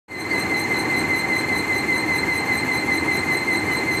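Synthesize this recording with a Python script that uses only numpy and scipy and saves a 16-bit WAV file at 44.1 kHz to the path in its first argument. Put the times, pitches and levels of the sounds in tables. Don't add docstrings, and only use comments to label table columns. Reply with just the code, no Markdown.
import sys
import numpy as np
from scipy import signal
from scipy.fft import rfft, irfft
from scipy.io import wavfile

SR = 44100
rng = np.random.default_rng(int(sys.argv[2]) if len(sys.argv) > 2 else 0)


def bounce(signal):
    frames = np.transpose(np.atleast_2d(signal))
    limited = np.clip(frames, -1, 1)
    pcm = np.round(limited * 32767).astype(np.int16)
    wavfile.write(sys.argv[1], SR, pcm)


N = 176400

# share of the turn, pitch in Hz.
FUNDAMENTAL_PITCH = [(0.0, 2070), (0.12, 2099), (0.34, 2028), (0.42, 2052), (0.44, 2026), (0.54, 2085),
                     (0.6, 2061), (0.68, 2098), (0.74, 2053), (0.78, 2093), (0.84, 2052.1)]
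# share of the turn, level in dB.
FUNDAMENTAL_LEVEL = [(0, -34.5), (.16, -19), (.24, -20.5), (.31, -19.2), (.35, -24), (.395, -19),
                     (.44, -29.5), (.48, -19.5), (.56, -26.5), (.63, -23), (.68, -32), (.705, -25),
                     (.77, -33), (.84, -23.5), (.895, -21.3), (.965, -40)]
# time in seconds, added gain in dB.
GRIP_GAIN = [(.3, -1), (.6, 0), (1.2, 1), (4, 0.7)]
# share of the turn, pitch in Hz.
OCTAVE_GLIDE = [(.12, 4198), (.28, 4155), (.35, 4095), (.45, 4080), (.56, 4098), (.68, 4144), (.9, 4140)]
# share of the turn, level in dB.
OCTAVE_LEVEL = [(0, -49.5), (.1, -40.5), (.27, -43), (.33, -31.5), (.39, -37), (.43, -30.5), (.5, -31),
                (.55, -37), (.59, -31), (.67, -29), (.72, -35.5), (.77, -32.5), (.86, -44.5), (.92, -39)]
# share of the turn, pitch in Hz.
BASE_PITCH = [(0.0, 2067.0), (0.1, 2089), (0.4, 2056.2), (0.42, 2043), (0.5, 2042), (0.6, 2076),
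              (0.74, 2077), (0.8, 2068)]
# share of the turn, level in dB.
DOUBLE_OCTAVE_LEVEL = [(0, -57), (.07, -47), (.17, -50), (.28, -44.5), (.4, -53), (.48, -44), (.52, -47),
                       (.585, -31.5), (.65, -44.5), (.71, -38), (.8, -56)]
# share of the turn, level in dB.
EDGE_LEVEL = [(0, -66), (.11, -53.5), (.24, -56), (.38, -62), (.47, -51), (.59, -45), (.69, -50),
              (.78, -58), (.9, -62)]
# multiple of the base pitch, gain in dB on the edge level.
EDGE_OVERTONES = [(3, 1), (5, 1), (6, 0), (7, -9.5)]
def squeal(t, turns):
    jitter_hz = 7 * wander(rate_hz=216)

    def phase_of(pitch, jitter_scale=1):
        hz = curve(pitch, turns, period=1) + jitter_scale * jitter_hz
        return 2 * np.pi * np.cumsum(hz) / SR

    def wavering(levels):
        return undb(curve(levels, turns, period=1)) * flicker(spread_db=1.42, rate_hz=62)

    def rasping(phase):
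        return np.sin(phase) + .27 * wander(rate_hz=254) * np.cos(phase)

    base_phase = phase_of(BASE_PITCH)
    grip = undb(curve(GRIP_GAIN, t))
    tone = grip * wavering(FUNDAMENTAL_LEVEL) * np.sin(phase_of(FUNDAMENTAL_PITCH))
    tone += wavering(OCTAVE_LEVEL) * rasping(phase_of(OCTAVE_GLIDE, jitter_scale=2.01))
    tone += wavering(DOUBLE_OCTAVE_LEVEL) * rasping(4 * base_phase)
    edge_db = curve(EDGE_LEVEL, turns, period=.99)
    for multiple, db in EDGE_OVERTONES:
        gain = undb(edge_db + db) * flicker(spread_db=3, rate_hz=85)
        roughness_rad = .25 * wander(rate_hz=254)
        tone += gain * rasping(multiple * base_phase + roughness_rad)
    return np.sqrt(2) * tone


# time in seconds, turns per second.
ROLLER_SPEED = [(0, 5.09), (1.5, 5.057), (2.7, 5.025), (4, 5.021)]
def rotation(t, turn_start_s=.287):
    turns = np.cumsum(curve(ROLLER_SPEED, t)) / SR
    return turns - np.interp(turn_start_s, t, turns)


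def scrape(turns, centre_turns=.12, spread_turns=.086):
    offset = (turns - centre_turns + .5) % 1 - .5
    return ringing(hz=4220, width_hz=130, db=-42) * np.exp(-(offset / spread_turns) ** 2)


def steelwork_echo(sound, t, t60_s=.23, delay_s=.019, low_cut_hz=3400):
    tail = rng.standard_normal(N) * np.exp(-np.log(1000) * t / t60_s)
    scatter = undb(-12) * signal.fftconvolve(sound, tail / np.linalg.norm(tail))[:N]
    reflection = undb(-10) * np.interp(t - delay_s, t, sound, left=0)
    return shape(scatter + reflection, lambda f: 1 / (1 + (low_cut_hz / f) ** 4))


# frequency in Hz, width in Hz, level in dB.
FRAME_MODES = [(2220, 70, -42.5), (4220, 83, -44.5), (3860, 80, -59), (6250, 140, -55), (12350, 230, -58)]
def frame_ring():
    return sum(ringing(hz, width_hz, db) for hz, width_hz, db in FRAME_MODES)


# centre and spread in seconds, pitch and width in Hz, level at the centre in dB.
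STRAY_SQUEAKS = [(.313, 0.031, 4420, 170, -39.5), (.642, .005, 6500, 250, -36.5),
                 (3.725, .032, 2996, 24, -40)]
def squeaks(t):
    return sum(ringing(hz, width_hz, db) * np.exp(-((t - centre_s) / spread_s) ** 2)
               for centre_s, spread_s, hz, width_hz, db in STRAY_SQUEAKS)


# frequency in Hz, relative spectral level in dB.
RUMBLE_SPECTRUM = [(15, -63), (25, -45), (85, -7), (146, -7), (213, -5), (311, -2), (353, -4.5),
                   (379, -3.5), (606, -14), (700, -12), (794, -9), (985, -9.5), (1390, -17), (1850, -10.5),
                   (2400, -56), (4070, -120)]
# frequency in Hz, relative spectral level in dB.
HISS_SPECTRUM = [(1600, -20), (1900, -1.5), (2300, -2.5), (2700, -9), (3200, -17), (4700, -22.5),
                 (5400, -23.5), (6500, -18), (7700, -17.5), (9500, -27.5), (11500, -28.5), (15500, -34)]
# frequency in Hz, width in Hz, level in dB.
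SHELL_MODES = [(319, 24.4, -33.5), (802, 42, -41.5), (99, 31, -45)]
def belt():
    rumble = level(coloured(RUMBLE_SPECTRUM) * flicker(spread_db=.7, rate_hz=11.3), db=-25)
    hiss = level(coloured(HISS_SPECTRUM) * flicker(spread_db=.7, rate_hz=23), db=-34.5)
    shells = sum(ringing(hz, width_hz, db) for hz, width_hz, db in SHELL_MODES)
    surges = flicker(spread_db=2, rate_hz=4.8)
    load_swell = flicker(spread_db=.38, rate_hz=2.5)
    return (rumble + hiss + shells * surges) * load_swell


def grit(t, hits_per_s=90, decay_s=.002):
    hits = rng.random(N) < hits_per_s / SR
    strength_db = 5.6 * np.minimum(rng.exponential(size=N), 4)
    envelope = signal.fftconvolve(hits * undb(strength_db), np.exp(-t / decay_s))[:N]
    ticks = envelope * rng.standard_normal(N)
    return level(resonate(ticks, hz=7000, width_hz=2000), db=-59)


def undb(db):
    return 10 ** (np.asarray(db) / 20)


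def level(x, db):
    return x * undb(db) / np.sqrt(np.mean(x ** 2))


def curve(table, at, period=None):
    return np.interp(at, *np.array(table, float).T, period=period)


def shape(x, gain):
    hz = np.maximum(np.arange(N // 2 + 1) * SR / N, 1)
    return irfft(rfft(x) * gain(hz), N)


def wander(rate_hz):
    return level(shape(rng.standard_normal(N), lambda f: 1 / (1 + (f / rate_hz) ** 4)), db=0)


def flicker(spread_db, rate_hz):
    return undb(spread_db * wander(rate_hz))


def resonate(x, hz, width_hz):
    return shape(x, lambda f: 1 / (1 + 1j * (f / hz - hz / f) * hz / (2 * width_hz)) ** 2)


def ringing(hz, width_hz, db):
    return level(resonate(rng.standard_normal(N), hz, width_hz), db)


def coloured(spectrum):
    hz, db = np.array(spectrum, float).T

    def gain(f):
        rolloff = np.sqrt((1 + (f / hz.max()) ** 40) * (1 + (hz.min() / f) ** 8))
        return undb(np.interp(np.log(f), np.log(hz), db)) / rolloff

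    return shape(rng.standard_normal(N), gain)


def scene():
    t = np.arange(N) / SR
    turns = rotation(t)
    rollers = squeal(t, turns) + scrape(turns) + squeaks(t)
    return (rollers + steelwork_echo(rollers, t) + frame_ring() + belt() + grit(t))[None]


# time in seconds, gain in dB.
FADE_IN = [(.076, -100), (.083, -20.5), (.12, -12), (.17, -9.5), (.28, -5), (.315, -2), (.38, -1.5)]
def record(dry, top_hz=15500):
    opened = dry * undb(curve(FADE_IN, np.arange(N) / SR))
    lowpass = signal.ellip(10, .2, 80, top_hz, fs=SR, output="sos")
    return signal.sosfilt(lowpass, opened)


dry = scene()
out = record(dry)
bounce(out)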